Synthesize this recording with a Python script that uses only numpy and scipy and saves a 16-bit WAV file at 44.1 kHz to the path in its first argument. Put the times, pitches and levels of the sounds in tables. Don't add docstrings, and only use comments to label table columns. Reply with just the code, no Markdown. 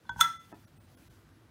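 import sys
import numpy as np
from scipy import signal
from scipy.io import wavfile

SR = 44100
rng = np.random.default_rng(int(sys.argv[2]) if len(sys.argv) > 2 else 0)


def generate_wav(signal):
    frames = np.transpose(np.atleast_2d(signal))
    scaled = np.clip(frames, -1, 1) * 32767
    pcm = np.round(scaled).astype(np.int16)
    wavfile.write(sys.argv[1], SR, pcm)


def attenuation_scalar(level_db):
    decades = np.asarray(level_db, float) / 20
    return 10 ** decades


N = 66150

# pitch in Hz, level in dB per Hz.
HUM = [(12, -52), (20, -17), (75, -9), (103, -1), (205, -8), (325, -7.5), (363, -18), (393, -15),
       (900, -23.5), (1170, -54), (1980, -120)]
# pitch in Hz, width in Hz, level in dB.
HUM_LINES = [(101.3, 11, -69), (336, 6, -75.5), (56, 15, -71)]
# pitch in Hz, level in dB per Hz.
HISS = [(350, -31), (600, -8.5), (1390, -1), (2010, -6.5), (4460, -11), (7620, -16), (14700, -18),
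        (16000, -21)]
# time in seconds, level in dB.
HISS_LEVEL = [(0, -70.5), (.14, -67.5), (0.221, -69.5), (0.498, -65), (.624, -67), (0.799, -70),
              (1.019, -65), (1.149, -66.5), (1.248, -70), (1.5, -71)]
# time in seconds, level in dB.
TICKS = [(.681, -66), (1.023, -68), (1.099, -68), (1.290, -66), (1.31, -70)]
# center in seconds, half width in seconds, depth in dB.
DUCKS = [(.1075, .008, -28), (.388, .005, -14), (.385, .016, -5), (.535, .007, -16), (.664, .009, -14),
         (.792, .009, -16), (.962, .009, -16), (1.092, .008, -14)]
WHISTLE_HZ = [10130, 13950, 11100, 5800, 14850, 8530, 15200, 11100, 3300, 2570, 14800, 1400, 1350, 1400,
              1500, 4120, 3450]
# start in seconds, length in seconds, level in dB.
WHISTLES = [(0, 1.5, -88), (.6, .09, -84), (.6, .09, -84), (.645, .03, -79), (.76, .1, -81),
            (.76, .11, -81), (.9, .08, -84), (.89, .09, -82), (.94, .04, -78), (.77, .06, -82),
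            (1.07, .03, -85), (.65, .03, -76), (.78, .03, -77), (.95, .03, -77), (1.08, .025, -76),
            (.068, .024, -72), (.064, .028, -75)]

# time in seconds, level in dB, contact cut-off in Hz.
TAPS = [(.0925, -36, 2500), (.0945, -34, 2992), (.053, -58, 1489), (.1178, -42.5, 813), (.1612, -35.5, 749),
        (.1720, -46, 800), (.1815, -44.5, 800), (.1892, -41, 900), (.1913, -36, 900), (.1934, -31, 900),
        (.1955, -33, 900), (.2008, -38.5, 900)]
SEATED_HZ = [855, 889, 915, 950, 1040, 1073, 1420, 1477, 1527, 1630, 3345, 3385, 4150, 6379]
# level in dB, time to fall 60 dB in seconds.
SEATED = [(-19.5, .15), (-2, .03), (-12, 0.1), (-2.5, .1), (-14, .04), (-18.5, .11), (-19, 0.022),
          (-11, .1), (1.5, .14), (-14, 0.025), (-9.5, .07), (-3, 0.095), (-5.5, 0.0054), (-12, 0.099)]
# center in seconds, half width in seconds, depth in dB.
GRIP = [(.152, .006, -11.5)]
CRACK_TIMES = [
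    .0925,
    .2052,
    .2100,
    .2100,
    .5245,
]
# level in dB, time to fall 60 dB in seconds, lowest Hz, highest Hz.
CRACKS = [(-45, 0.054, 4700, 7000), (-31, 0.049, 4000, 16000), (-21.5, 0.06, 5500, 10000),
          (-31, 0.027, 120, 1800), (-71, 0.083, 340, 1500)]
# time in seconds, level in dB, contact cut-off in Hz.
PUSHES = [
    (.098, -46, 400),
    (.165, -42, 400),
    (.208, -50, 400),
    (.228, -48, 400),
]
# pitch in Hz, level in dB, time to fall 60 dB in seconds.
STAND = [(56.3, -6, 0.56), (106, -1.5, 0.21), (159.5, -3, 0.35), (216.4, -3, 0.063)]

# time in seconds, level in dB, contact cut-off in Hz.
SLIPS = [
    (.2052, -30, 15000),
    (.2063, -33, 15000),
    (.2074, -31, 6000),
]
# time in seconds, level in dB, contact cut-off in Hz.
CLINKS = [
    (.2103, -17.5, 13000),
    (.2112, -34.5, 5846),
]
LOW_HZ = [944, 1335.3, 1356, 1368, 1350.5, 1450, 1822, 2049, 2570, 3359, 3386, 3411, 3444, 3469]
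# level in dB, time to fall 60 dB in seconds.
RING_LOW = [(-0.5, .2), (-2, .355), (-3, .285), (-4.5, 0.063), (-33.5, .8), (-7, 0.062), (-26, 0.049),
            (-23.5, .25), (-27.5, 0.17), (-22, 0.16), (-23.5, 0.16), (-24, 0.31), (-28.5, 0.12),
            (2.5, .075)]
HIGH_HZ = [4150, 3780, 5500, 6364, 6420, 6730, 7300, 8510, 8858, 9900, 10480, 12870, 13330, 15400]
# level in dB, time to fall 60 dB in seconds.
RING_HIGH = [(-14.5, 0.04), (-13, .03), (-14, 0.033), (-22, 0.12), (1, 0.023), (-14, .08), (-22.5, 0.051),
             (3.5, 0.014), (-22.5, 0.083), (-9.5, 0.013), (-24, 0.076), (-27, .15), (-2.5, 0.028),
             (-8, .03)]
SWUNG_HZ = [2018, 3466, 3489, 4122, 5278, 6425]
# level in dB, time to fall 60 dB in seconds.
SWUNG = [(-17, 0.39), (-23.5, .5), (-32, .5), (-29, .3), (-42.5, .55), (-36.5, .55)]
# mode number, center in seconds, half width in seconds, depth in dB.
LOBES = [(0, .268, .01, -8), (0, .318, .016, -14), (0, .35, .006, -12), (1, .283, .022, -14),
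         (1, .355, .012, -16), (2, .283, .02, -10), (2, .355, .012, -12), (3, .27, .016, -14),
         (1, .47, .03, -8), (4, .3, .012, -10), (5, .33, .015, -8)]
# pitch in Hz, level in dB per Hz.
TAIL = [(500, -18), (900, 1), (1500, 13), (2600, -8.5), (4500, -12), (6000, -9), (10000, -17.5),
        (16000, -13)]
CROWD_HZ = [1826, 3400, 3470, 4100, 5300, 5700, 6030, 6380, 6720, 8400, 8858, 10400, 12900, 15400]
# width in Hz, level in dB, time to fall 60 dB in seconds.
CROWDS = [(40, -52, 0.092), (160, -37, 0.32), (49.7, -51.5, 0.19), (80.5, -53.5, 0.68), (149, -51.5, .4),
          (400, -49, 0.5), (120, -50.5, 0.42), (150, -51, .36), (150, -50.5, 0.66), (500, -54, .3),
          (80.4, -50, 0.6), (600, -59, 0.18), (900, -54.5, .28), (500, -55, .28)]

# time in seconds, level in dB, contact cut-off in Hz.
KNOCKS = [(.519, -56.5, 1230), (.5252, -62.5, 1500), (.5266, -45.5, 1150), (.536, -46, 600),
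          (.543, -45.5, 500), (.5675, -53.5, 500), (.577, -57.5, 600)]
# pitch in Hz, level in dB, time to fall 60 dB in seconds.
WORKTOP = [(270, -28, 0.1), (348.4, 0, 0.144), (401, -3, 0.043), (534, -32, 0.077), (696, -2, 0.081),
           (773, -4, 0.047), (870, -0.5, 0.074), (965, 3, 0.044), (1300, -0.5, 0.066), (1613, -4, 0.079),
           (1760, 4, 0.07), (2563, -3, 0.11)]
# start in seconds, length in seconds, pitch in Hz, level in dB.
SWELLS = [(.59, .07, 105, -60), (.75, .07, 104, -63), (1.13, .07, 102, -60), (1.29, .06, 104, -58),
          (1.4, .1, 107, -60), (.6, .13, 327, -69), (1.3, .2, 325, -68), (.93, .18, 244, -69),
          (.71, .11, 279, -69)]

TAIL_S = .2085


def clock():
    return np.arange(N) / SR


def rms_one(x):
    return x / np.sqrt(np.mean(x ** 2) + 1e-20)


def high(x, hz, order):
    return signal.sosfilt(signal.butter(order, hz, "high", fs=SR, output="sos"), x)


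def between(x, low_hz, top_hz):
    return signal.sosfilt(signal.butter(2, [low_hz, top_hz], "band", fs=SR, output="sos"), x)


def modes_of(pitches, rows):
    return [(hz, db, t60) for hz, (db, t60) in zip(pitches, rows)]


def ring(force, modes):
    out = 0
    for hz, db, t60 in modes:
        r = attenuation_scalar(-60 / (t60 * SR))
        w = 2 * np.pi * hz / SR
        out = out + signal.lfilter([0, attenuation_scalar(db) * np.sin(w)], [1, -2 * r * np.cos(w), r * r], force + 1e-18)
    return out


def ringing_noise(hz, t60):
    return rms_one(ring(rng.standard_normal(N), [(hz, 0, t60)]))


def blows(rows):
    out = np.zeros(N)
    for s, db, cut_hz in rows:
        u = np.maximum(clock() - s, 0) * 2 * np.pi * cut_hz
        push = u * np.exp(-u)
        out += attenuation_scalar(db) * push / push.sum()
    return out


def bands(spectrum, shape):
    out = 0
    hzs, dbs = np.transpose(spectrum)
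    edges = 20 * 2 ** np.arange(0, 10, 1 / 3)
    white = rng.standard_normal((2, N))
    for k, (low, top) in enumerate(zip(edges, edges[1:])):
        hz = np.sqrt(low * top)
        band = between(white[k % 2], low, top)
        level_db = np.interp(np.log(hz), np.log(hzs), dbs, left=-90)
        out = out + attenuation_scalar(level_db) * band * shape(hz)
    return out


def flicker(rate):
    knots = rng.standard_normal(60)
    return np.interp(clock() * rate, np.arange(60), knots)


def dying(start, t60):
    t = clock() - start
    return (t > 0) * attenuation_scalar(-60 * np.maximum(t, 0) / t60)


def dips(rows):
    return attenuation_scalar(sum(db * np.exp(-((clock() - s) / half) ** 4) for s, half, db in rows))


def ducking():
    return dips(DUCKS)


def room_hum():
    rumble = bands(HUM + [(1100, -90)], lambda hz: attenuation_scalar(3.6 * flicker(32)))
    lines = sum(attenuation_scalar(db) * ringing_noise(hz, 12.0 / width) for hz, width, db in HUM_LINES)
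    return attenuation_scalar(-61.5) * rms_one(rumble) + lines


def steam_hiss():
    brightens = .4
    shared = flicker(60)
    leak_db = np.interp(clock(), *np.transpose(HISS_LEVEL))
    swing_db = leak_db - leak_db.mean()

    def waver(hz):
        tilt_db = brightens * swing_db * np.log2(hz / 4000)
        return attenuation_scalar(.8 * shared + 0.7 * flicker(25) + tilt_db)

    ticks = sum(attenuation_scalar(db) * dying(s, 0.0057) for s, db in TICKS)
    return rms_one(bands(HISS, waver)) * (attenuation_scalar(leak_db) + ticks) * ducking()


def whistles():
    out, t = 0, clock()
    width_hz, fade_s = 20, 0.0025
    for hz, (s, length, db) in zip(WHISTLE_HZ, WHISTLES):
        fade = np.clip(np.minimum(t - s, s + length - t) / fade_s, 0, 1)
        out = out + attenuation_scalar(db) * ringing_noise(hz, 2.7 / width_hz) * fade
    return out


def seated_lid(rub):
    modes = modes_of(SEATED_HZ, SEATED)
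    lows = ring(blows(TAPS) + attenuation_scalar(-6) * rub, modes[:10])
    highs = ring(blows(TAPS[:2]) + attenuation_scalar(-9) * rub, modes[10:])
    return high((lows + highs) * dips(GRIP), 820, order=6)


def cracks():
    out = 0
    for s, (db, t60, low_hz, top_hz) in zip(CRACK_TIMES, CRACKS):
        out = out + attenuation_scalar(db) * between(rng.standard_normal(N), low_hz, top_hz) * dying(s, t60)
    return out


def pot_pushes():
    return ring(blows(PUSHES), STAND)


def grind():
    start_s, end_s, clicks_per_s = .158, .206, 8400
    start_db, end_db = -83, -54
    t = clock()
    born = (rng.random(N) < clicks_per_s / SR) * (t > start_s) * (t < end_s)
    size = attenuation_scalar(1.9 * np.minimum(rng.exponential(1, N), 3)) * rng.choice([-1, 1], N)
    return born * size * attenuation_scalar(np.interp(t, [start_s, end_s], [start_db, end_db]))


def freed_lid(rub):
    lows = modes_of(LOW_HZ, RING_LOW)
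    highs = modes_of(HIGH_HZ, RING_HIGH)
    damped = [(hz, db, t60 * 0.061) for hz, db, t60 in highs]
    held = ring(rub, damped) + attenuation_scalar(7.5) * rub
    slips = ring(blows(SLIPS), highs) + ring(blows(SLIPS[2:]), lows[9:])
    clink = ring(blows(CLINKS), lows + highs)
    return high(held + slips + clink + swung(), 1208, order=6)


def swung():
    out = 0
    for k, mode in enumerate(modes_of(SWUNG_HZ, SWUNG)):
        lobes = [row[1:] for row in LOBES if row[0] == k]
        out = out + ring(blows(CLINKS), [mode]) * dips(lobes)
    return out


def dense_tail():
    def fade(hz):
        t60 = .28 * (hz / 4000) ** 0.012
        return dying(TAIL_S, t60) * attenuation_scalar(0.5 * flicker(23))

    tail = bands(TAIL, fade)
    opening = tail[int(TAIL_S * SR):][:441]
    return attenuation_scalar(-34) * tail / np.sqrt(np.mean(opening ** 2))


def shimmer():
    out, longest_s = 0, .36
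    for hz, (width, db, t60) in zip(CROWD_HZ, CROWDS):
        out = out + attenuation_scalar(db) * ringing_noise(hz, 6.6 / width) * dying(TAIL_S, min(t60, longest_s))
    return out


def kitchen(x):
    first_s, t60_s, top_hz = 0.0063, .5, 7900
    echo = rng.standard_normal(N) * dying(first_s, t60_s)
    echo = signal.sosfilt(signal.butter(2, top_hz, fs=SR, output="sos"), echo)
    echo = echo / np.sqrt(np.sum(echo ** 2))
    return attenuation_scalar(-25) * signal.fftconvolve(high(x, 2500, order=2), echo)[:N]


def lid():
    rub = grind()
    direct = seated_lid(rub) + freed_lid(rub) + cracks() * ducking()
    return direct + (kitchen(direct) + dense_tail() + shimmer()) * ducking()


def worktop_knock():
    return -high(ring(blows(KNOCKS), WORKTOP), 160, order=2)


def swells():
    out, t = 0, clock()
    for s, length, hz, db in SWELLS:
        rise_and_fall = np.sin(np.pi * np.clip((t - s) / length, 0, 1))
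        out = out + attenuation_scalar(db) * np.sin(2 * np.pi * hz * t) * rise_and_fall
    return out


def scene():
    background = room_hum() + steam_hiss() + whistles() + swells()
    return (background + lid() + pot_pushes() + worktop_knock())[None]


def top_cut(x):
    return signal.sosfilt(signal.butter(12, 17150, fs=SR, output="sos"), x)


def record(dry):
    cut = signal.sosfilt(signal.cheby2(10, 30, 16200, fs=SR, output="sos"), dry)
    return top_cut(high(cut, 41.5, order=3))


dry = scene()
out = record(dry)
generate_wav(out)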